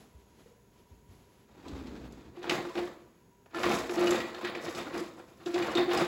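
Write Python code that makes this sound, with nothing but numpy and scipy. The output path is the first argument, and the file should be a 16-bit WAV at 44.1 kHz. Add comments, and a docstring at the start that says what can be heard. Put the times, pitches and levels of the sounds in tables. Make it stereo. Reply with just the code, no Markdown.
"""Stirring a kitchen drawer

Soft steps and cloth, then a wooden drawer rolls open on hissing, groaning rollers and a hand stirs its
utensils. Random small contacts scrape, jingle and shake the drawer's hollow box; drags make its bottom
panel sing, and single blows crack, ring short metal modes and knock the box. A noise tail gives
the hard-walled room, over filtered noise for a quiet appliance hum.
"""
import sys
import numpy as np
from scipy import signal
from scipy.fft import rfft, irfft, next_fast_len
from scipy.io import wavfile
from scipy.ndimage import uniform_filter1d

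SR = 44100
rng = np.random.default_rng(int(sys.argv[2]) if len(sys.argv) > 2 else 0)


def wrap_up_sound(samples):
    """Save the sound to the file named by the first command line argument, as 16-bit audio."""
    columns = np.atleast_2d(samples).T
    # keep every value between -1 and 1, then stretch to whole-number steps
    tamed = np.clip(columns, -1, 1)
    steps = np.round(tamed * 32767).astype(np.int16)
    wavfile.write(sys.argv[1], SR, steps)


N = 267775
T = np.arange(N) / SR  # time in s

# Ringing modes of the metal utensils. Each row: pitch [Hz], time to fall by 60 dB [s].
METAL = [(770, 0.036), (1000, 0.077), (1160, 0.054), (1380, 0.058), (1750, 0.13), (1950, 0.15),
         (2420, 0.02), (2910, 0.13), (3670, 0.043), (4250, 0.023), (4960, 0.059), (6780, 0.026),
         (7400, 0.041), (10600, 0.013)]


def undb(db):
    """Turn dB into gain."""
    return 10 ** (np.asarray(db) / 20)


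def unit(x):
    """Scale to rms 1."""
    return x / np.sqrt(np.mean(x ** 2))


def curve(rows):
    """Level in dB over time from (s, dB) points, -120 dB outside them."""
    s, db = np.transpose(rows)
    return np.interp(T, s, db, -120, -120)


def colour(x, points):
    """Filter by a (Hz, dB) spectrum, causally: the cepstrum of the log gain is folded to positive time."""
    hz, db = np.transpose(points)
    grid_hz = np.arange(2049) * SR / 4096
    log_gain = np.interp(np.log(grid_hz + 1), np.log(hz), db) * np.log(10) / 20
    cepstrum = irfft(log_gain)
    cepstrum[1:2048] *= 2
    cepstrum[2049:] = 0
    response = irfft(np.exp(rfft(cepstrum)))
    response = response.reshape((1,) * (x.ndim - 1) + (-1,))
    return signal.fftconvolve(x, response, axes=-1)[..., :x.shape[-1]]


def mode(x, hz, t60):
    """One decaying sine rung by x, peaking near 1 for a unit blow; t60 in s."""
    pole = np.exp(2j * np.pi * hz / SR - np.log(1000) / (t60 * SR))
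    return signal.lfilter([1], [1, -pole], x).imag


def width_t60(width_hz):
    """Decay time in s of a resonance of the given width."""
    return np.log(1000) / (np.pi * width_hz)


def band(x, hz, width_hz):
    """A resonance given by its width, at rms 1."""
    return unit(mode(x, hz, width_t60(width_hz)))


def grit(rate, spread_db):
    """Random small contacts, rate per s, of long-tailed size, each a few ms of decaying noise."""
    when, size = rng.random((2, N))
    hits = (when < rate / SR) * undb(-spread_db * np.log(size + 1e-9))
    fade = np.exp(-1 / (0.005 * SR))
    return unit(signal.lfilter([1], [1, -fade], hits) * rng.standard_normal(N))


def walk(rate):
    """Slowly wandering value of rms 1: noise averaged twice over 1 / rate seconds."""
    k = int(SR / rate)
    return unit(uniform_filter1d(uniform_filter1d(rng.standard_normal(N), k), k))


def impulses(s, db):
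    """Single-sample pushes at the given times."""
    x = np.zeros(N)
    np.add.at(x, (s * SR).astype(int), undb(db))
    return x


def swells(s, held, db, rise_db, fall_db):
    """Gain of overlapping swells that rise, hold and fall at given dB per s; their powers add."""
    s, held, db = (np.asarray(v)[:, None] for v in (s, held, db))
    t = T[::64]
    rise = rise_db * np.clip(s - t, 0, None)
    fall = fall_db * np.clip(t - s - held, 0, None)
    power = np.sum(undb(db - rise - fall) ** 2, axis=0)
    return np.interp(T, t, np.sqrt(power))


def pair(bass_hz):
    """Two noises that nearly agree in the bass and part above it."""
    mid, side = rng.standard_normal((2, N))
    high = signal.butter(2, bass_hz, "high", fs=SR, output="sos")
    side = undb(-17.0) * side + signal.sosfilt(high, side)
    return mid + side * np.array([[1], [-1]])


def hum():
    """Air and appliances as filtered noise, wavering a little, and the rustle of an apron."""
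    # Colour of the air. Each row: frequency [Hz], relative level [dB per Hz].
    air_colour = [(25, 2), (223, 1.5), (326, -5.5), (394, -1), (545, -9.5), (988, -21.5), (1130, -25),
                  (1370, -17), (4500, -26.5), (6800, -26), (16000, -29.5)]
    # Narrow bands of an appliance. Each row: centre [Hz], width [Hz], level [dB].
    whine_bands = [(399, 25, -75), (967, 28, -71.5), (6720, 110, -79.5)]
    # Swishes of cloth. Each row: full strength from [s], held [s], level before flicker [dB].
    swishes = [(0, 0.032, -57), (.15, 0.33, -64.5), (.40, 0.066, -63), (0.748, 0.06, -63.5),
               (.9, 0.066, -67.5), (1.12, 0.28, -62.5)]
    air_db, rise_db_per_s, fall_db_per_s = -61.5, 218, 111
    waver_db, flicker_db = 1.2 * walk(3), 1.5 * walk(25)
    air = undb(air_db + waver_db) * unit(colour(pair(244), air_colour))
    whine = sum(undb(db) * band(pair(1100), hz, width) for hz, width, db in whine_bands)
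    cloth = unit(colour(pair(2800), [(300, 27.0), (1500, 12.5), (2900, 10.5), (4500, 7.5),
                                     (12000, 1.5), (16000, -51)]))
    swish = swells(*np.transpose(swishes), rise_db_per_s, fall_db_per_s) * undb(flicker_db)
    return air + whine + swish * cloth


def room(x):
    """Diffuse tail of decaying noise, octave by octave, mostly shorter in the treble."""
    # Decay of the room. Each row: frequency [Hz], time to fall by 60 dB [s], stereo width [dB].
    decay = np.array([(124, 0.66, 10.5), (490, 0.63, 6), (1880, 0.46, 1.5), (6040, 0.44, -0.5),
                      (14200, 0.45, -0.5)])
    t, tail, noise = T[:SR], 0, pair(586)[:, :SR]
    mid = noise.mean(axis=0)
    for hz in 62.5 * 2. ** np.arange(9):
        t60, width_db = (np.interp(np.log(hz), np.log(decay[:, 0]), v) for v in decay.T[1:])
        edges = [hz / np.sqrt(2), min(hz * np.sqrt(2), .45 * SR)]
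        octave = signal.butter(2, edges, "band", fs=SR, output="sos")
        spread = mid + undb(width_db) * (noise - mid)
        tail = tail + signal.sosfilt(octave, spread) * undb(-60 * t / t60)
    tail = tail * np.clip(t / 0.00066, 0, 1)  # soft onset
    tail = tail / np.sqrt(np.sum(tail ** 2) / 2)  # mean energy 1 per channel
    return signal.fftconvolve(x[None], tail, axes=1)[:, :N]


def steps():
    """Dull thuds through the floor: each a short push that rings one damped mode."""
    # Soft steps. Each row: time [s], push [dB], pitch [Hz], time to fall by 60 dB [s].
    thuds = [(0.148, -45, 74, 0.14), (0.46, -45.5, 477, 0.085), (0.517, -51, 484, 0.06),
             (0.912, -45, 82.5, 0.16), (1.089, -47, 81, 0.17), (1.111, -46.5, 94.5, 0.16),
             (1.723, -36.5, 79, 0.28)]
    out = 0
    for s, db, hz, t60 in thuds:
        push = uniform_filter1d(impulses(np.array([s]), db), size=40)  # softened over 0.9 ms
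        out = out + mode(push, hz, t60)
    return out


def slide():
    """Rollers run along the runners: their bumps shake the loaded drawer and their rub hisses."""
    # The drawer's pull. Each row: time [s], rumble level [dB].
    pull = [(1.48, -68), (1.64, -57), (1.665, -49), (2.04, -48), (2.16, -51), (2.36, -54)]
    # Resonances of the runners. Each row: centre [Hz], width [Hz], relative level [dB].
    runner = [(82, 5.5, -13), (296, 113, 1), (950, 260, -22)]
    # Colour of the roller hiss. Each row: frequency [Hz], relative level [dB per Hz].
    roll = [(300, 6.5), (1500, -3.5), (4000, -10.5), (8000, -20.5), (16000, -34)]
    # the hiss, relative to the rumble, falls steadily and passes 0.5 dB at the third point of the pull
    hiss_db = 0.5 - 14 * (T - pull[2][0])
    bumps, rub = grit(400, 1.8), grit(1200, 1.6)
    body = unit(sum(undb(db) * band(bumps, hz, width) for hz, width, db in runner))
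    hiss = undb(hiss_db) * unit(colour(rub, roll))
    return undb(curve(pull)) * (body + hiss)


def groans():
    """Near-pure notes of the rollers that glide to a settling pitch and waver."""
    # Groans. Each row: start [s], length [s], starting pitch [Hz], settling pitch [Hz],
    # level before flutter [dB].
    notes = [(1.66, .075, 250, 290, -48), (1.765, .22, 292, 249, -49), (1.99, .07, 270, 325, -51)]
    settle_s, edge_s = .035, .015
    waver, flutter_db, out = 1 + .008 * walk(30), 1.5 * walk(40), 0
    for s, length, from_hz, to_hz, db in notes:
        glide = np.exp(-np.clip(T - s, 0, None) / settle_s)
        hz = (to_hz + (from_hz - to_hz) * glide) * waver
        gate = np.clip(np.minimum(T - s, s + length - T) / edge_s, 0, 1)
        tone = np.sqrt(2) * np.sin(2 * np.pi * np.cumsum(hz) / SR)
        out = out + undb(db + flutter_db) * gate * tone
    return out


def drags():
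    """Stick and slip lock to the bottom panel's note, which bites, sags unevenly and soon dies."""
    # Utensils dragged over the drawer's bottom. Each row: start [s], length [s], level at the bite [dB].
    pulls = [(2.371, 0.059, -43.5), (2.47, 0.058, -38.5), (2.649, 0.05, -41), (2.752, 0.04, -40),
             (2.766, 0.093, -34.5), (3.547, 0.032, -42), (3.626, 0.037, -36.5), (3.697, 0.059, -32.5),
             (3.894, 0.032, -32.5), (3.968, 0.08, -29), (4.044, 0.087, -28.5), (4.204, 0.063, -38.5),
             (4.436, 0.031, -42), (4.542, 0.043, -37.5), (4.678, 0.011, -36.5), (4.854, 0.031, -40.5),
             (4.929, 0.034, -36), (5.008, 0.019, -34), (5.182, 0.036, -50.5), (5.412, 0.03, -51),
             (5.46, 0.024, -30), (5.484, 0.052, -38.5), (5.539, 0.098, -28.5), (5.755, 0.078, -26.5),
             (5.877, 0.059, -29.5), (5.983, 0.068, -42)]
    note_hz, sag_db_per_s = 351.3, 72
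    level = sum(undb(db - sag_db_per_s * (T - s)) * ((T > s) & (T < s + length)) for s, length, db in pulls)
    fade = np.exp(-1 / (0.003 * SR))  # 3 ms smoothing of both edges
    level = signal.lfilter([1 - fade], [1, -fade], level) * undb(2.5 * walk(110))
    turn = 2 * np.pi * np.cumsum(note_hz * (1 + .02 * walk(90))) / SR
    return np.sqrt(2) * level * (np.sin(turn) + undb(-15) * np.sin(2 * turn))


def box(x):
    """The drawer's panels and hollow as ringing modes, with the deep bass cut away."""
    # Modes of the box. Each row: pitch [Hz], relative level [dB], time to fall by 60 dB [s].
    panels = [(177.8, -9.5, 0.12), (266, -6.5, 0.041), (360, 0, 0.11), (507.2, 1, 0.026),
              (664, -6.5, 0.042)]
    ring = sum(undb(db) * mode(x, hz, t60) for hz, db, t60 in panels)
    return signal.sosfilt(signal.butter(4, 180, "high", fs=SR, output="sos"), ring)


def clatter():
    """Each metal mode is knocked at its own random moments, so short rings come and go; higher is weaker."""
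    rings = sum(undb(-6.5 * np.log2(hz / 1000)) * unit(mode(grit(30, 1.46), hz, t60)) for hz, t60 in METAL)
    return unit(rings)


def stir():
    """Sliding utensils shake the box and the cabinet, clatter, scrape and jingle."""
    # Strokes of the hand. Each row: full strength from [s], held [s], scrape level [dB],
    # bright jingle relative to the scrape [dB].
    strokes = [(2.37, 0.015, -56.5, -11.5), (2.446, 0.0071, -44.5, -22), (2.514, 0.012, -35, -16.5),
               (2.665, 0.044, -52.5, -8), (2.776, 0.0028, -39.5, -15), (3.56, 0.13, -40.5, -11.5),
               (3.655, 0.064, -37, -14), (3.718, 0.0084, -30, -11), (3.911, 0.16, -44, -4),
               (3.988, 0.17, -38, -13.5), (4.088, 0.061, -35, -19), (4.21, 0.088, -48, -13),
               (4.373, 0.017, -45.5, -17), (4.45, 0.022, -39.5, -22), (4.563, 0.0067, -42.5, -30),
               (4.641, 0.044, -43, -6.5), (4.759, 0.04, -42, -11), (4.87, 0.017, -46, -15),
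               (4.945, 0.058, -43.5, -10), (5.185, 0.0088, -53.5, -13.5), (5.29, 0.066, -67, -3.5),
               (5.409, 0.011, -55, -32), (5.474, 0.0052, -44, -12.5), (5.559, 0.15, -38.5, -17),
               (5.784, 0.0052, -32, -30), (5.918, 0.039, -33, -12), (6.0, 0.02, -33, -16)]
    # Colours of scrape and jingle. Each row: frequency [Hz], relative level [dB per Hz].
    scrape_colour = [(100, -60.5), (170, -6), (500, -2), (1100, -3), (2200, -6), (4500, -13.5), (7000, -36)]
    jingle_colour = [(2500, -40), (5000, 10.5), (11000, 2), (16000, -11.5)]
    rise_db_per_s, fall_db_per_s = 508, 156.5
    settle_db, settle_fall_db_per_s = -14, 60  # the heap keeps shifting softly after a stroke
    cabinet_db, clatter_db = -21, -6.5  # relative to the scrape
    s, held, db, jingle_db = np.transpose(strokes)

    def stroke(level_db):
        """Gain of the strokes with their slower settling."""
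        main = swells(s, held, level_db, rise_db_per_s, fall_db_per_s)
        settling = swells(s, held, level_db + settle_db, rise_db_per_s, settle_fall_db_per_s)
        return np.hypot(main, settling)

    # dull and sharp contacts come independently
    dull, sharp, tiny = grit(500, 1.5), grit(700, 1.3), grit(300, 1.8)
    low = signal.sosfilt(signal.butter(2, 1500, fs=SR, output="sos"), dull)
    high = signal.sosfilt(signal.butter(2, 1500, "high", fs=SR, output="sos"), sharp)
    shake = unit(box(dull))
    scrape = unit(colour(low + high, scrape_colour))
    jingle = unit(colour(tiny, jingle_colour))
    cabinet = undb(cabinet_db) * band(dull, 96, 28)
    heap = shake + scrape + cabinet + undb(clatter_db) * clatter()
    return stroke(db) * heap + stroke(db + jingle_db) * jingle


def blows():
    """Each blow: chatter cracks around its pitch; its first tap rings nearby metal modes and knocks the box."""
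    # Utensil blows. Each row: time [s], reference level [dB], pitch struck [Hz],
    # peak of the ring relative to that level [dB].
    hits = [(1.656, -40, 975, -2), (1.681, -37, 4200, -25), (1.87, -41.5, 4250, -12),
            (2.122, -43.5, 6500, -28), (2.428, -33, 2980, -18), (2.443, -33, 1150, 2),
            (2.495, -12.5, 2730, -23), (2.508, -17.5, 2940, -29), (2.651, -27.5, 1000, -6.5),
            (2.753, -27.5, 1600, -16), (2.775, -36.5, 2950, -5), (2.874, -29.5, 920, -18),
            (3.459, -43, 860, -26), (3.546, -28.5, 1570, 0), (3.632, -14.5, 1890, -18),
            (3.641, -18.5, 1170, -1.5), (3.694, -34, 1900, -15), (3.893, -23, 1810, -30),
            (3.977, -43, 4250, 6), (4.011, -37, 990, 10), (4.07, -18, 2900, -8), (4.107, -22.5, 6650, -6),
            (4.202, -23.5, 2000, -11), (4.344, -30.5, 1760, -11), (4.347, -41, 4300, 1.5),
            (4.411, -27.5, 980, -26), (4.447, -19.5, 1960, -16), (4.55, -28, 2260, -4),
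            (4.652, -31, 3980, -17), (4.748, -29.5, 4030, -18), (4.8, -39, 3670, 2),
            (4.977, -32, 5100, -11), (5.46, -27, 3230, -19), (5.542, -24.5, 3560, -21),
            (5.579, -25, 2000, -4), (5.626, -29, 2550, 3.5), (5.752, -26.5, 4020, 2),
            (5.772, -34, 3670, 11.5), (5.778, -19, 1660, -12), (5.783, -33, 990, -2),
            (5.934, -25.5, 1230, 0), (5.936, -24, 770, -3), (5.973, -21.5, 4900, -7)]
    t, out = T[:SR // 5], np.zeros(N + SR)
    chance = rng.standard_normal((len(hits), len(t)))
    # the box feels the push of the contact, 0.1 ms long, not its fine chatter
    knock = box(np.sin(np.pi * np.clip(t / 0.0001, 0, 1)))
    for (s, db, struck_hz, ring_db), noise in zip(hits, chance):
        chatter = noise * (1 - np.exp(-t / 0.0009)) * np.exp(-t / 0.007)
        tap = noise * np.exp(-t / 0.0012)
        crack = colour(chatter, [(struck_hz / 8, -34), (struck_hz / 2, -4), (struck_hz, 0),
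                                 (struck_hz * 2, -9), (16000, -36)])
        # modes weaken by 60 dB per octave away from the pitch struck
        ring = sum(undb(-60 * abs(np.log2(hz / struck_hz))) * mode(tap, hz, t60) for hz, t60 in METAL)
        parts = ((crack, -4), (ring, ring_db), (knock, -16))
        start = int(s * SR)
        out[start:start + len(t)] += sum(undb(db + d) * v / np.max(np.abs(v)) for v, d in parts)
    return out[:N]


def scene():
    """Drawer and steps, direct and through the room, over the hum."""
    room_db = -1
    direct = stir() + slide() + groans() + steps() + blows() + drags()
    # the drawer lies a little to the left; the right side hears it duller
    sides = np.array([direct, colour(direct, [(900, 0.0), (2500, -4.0)])])
    return sides + undb(room_db) * room(direct) + hum()


def record(dry):
    """High up, both channels share the left's signal, their phases parting in soft steps; bass and top are cut."""
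    # Where the phase starts to turn [Hz], and the span of each half turn [Hz].
    turn_from_hz, half_turn_hz = (6950, 2120)
    share_from_hz, share_fade_hz, bass_hz, top_hz = 7750, 600, 45, 15800
    size = next_fast_len(N)
    hz, spec = np.arange(size // 2 + 1) * SR / size, rfft(dry, size)
    turn = np.pi * (hz - turn_from_hz) / half_turn_hz
    lag = turn - np.sin(2 * turn) / 2
    shared = spec[0] * np.exp(np.array([[-.5j], [.5j]]) * lag)
    share = np.clip((hz - share_from_hz) / share_fade_hz, 0, 1)
    out = irfft(spec * (1 - share) + shared * share, size)[:, :N]
    out = signal.sosfilt(signal.butter(3, bass_hz, "high", fs=SR, output="sos"), out)
    return signal.sosfilt(signal.ellip(10, .2, 80, top_hz, fs=SR, output="sos"), out)


dry = scene()
out = record(dry)
wrap_up_sound(out)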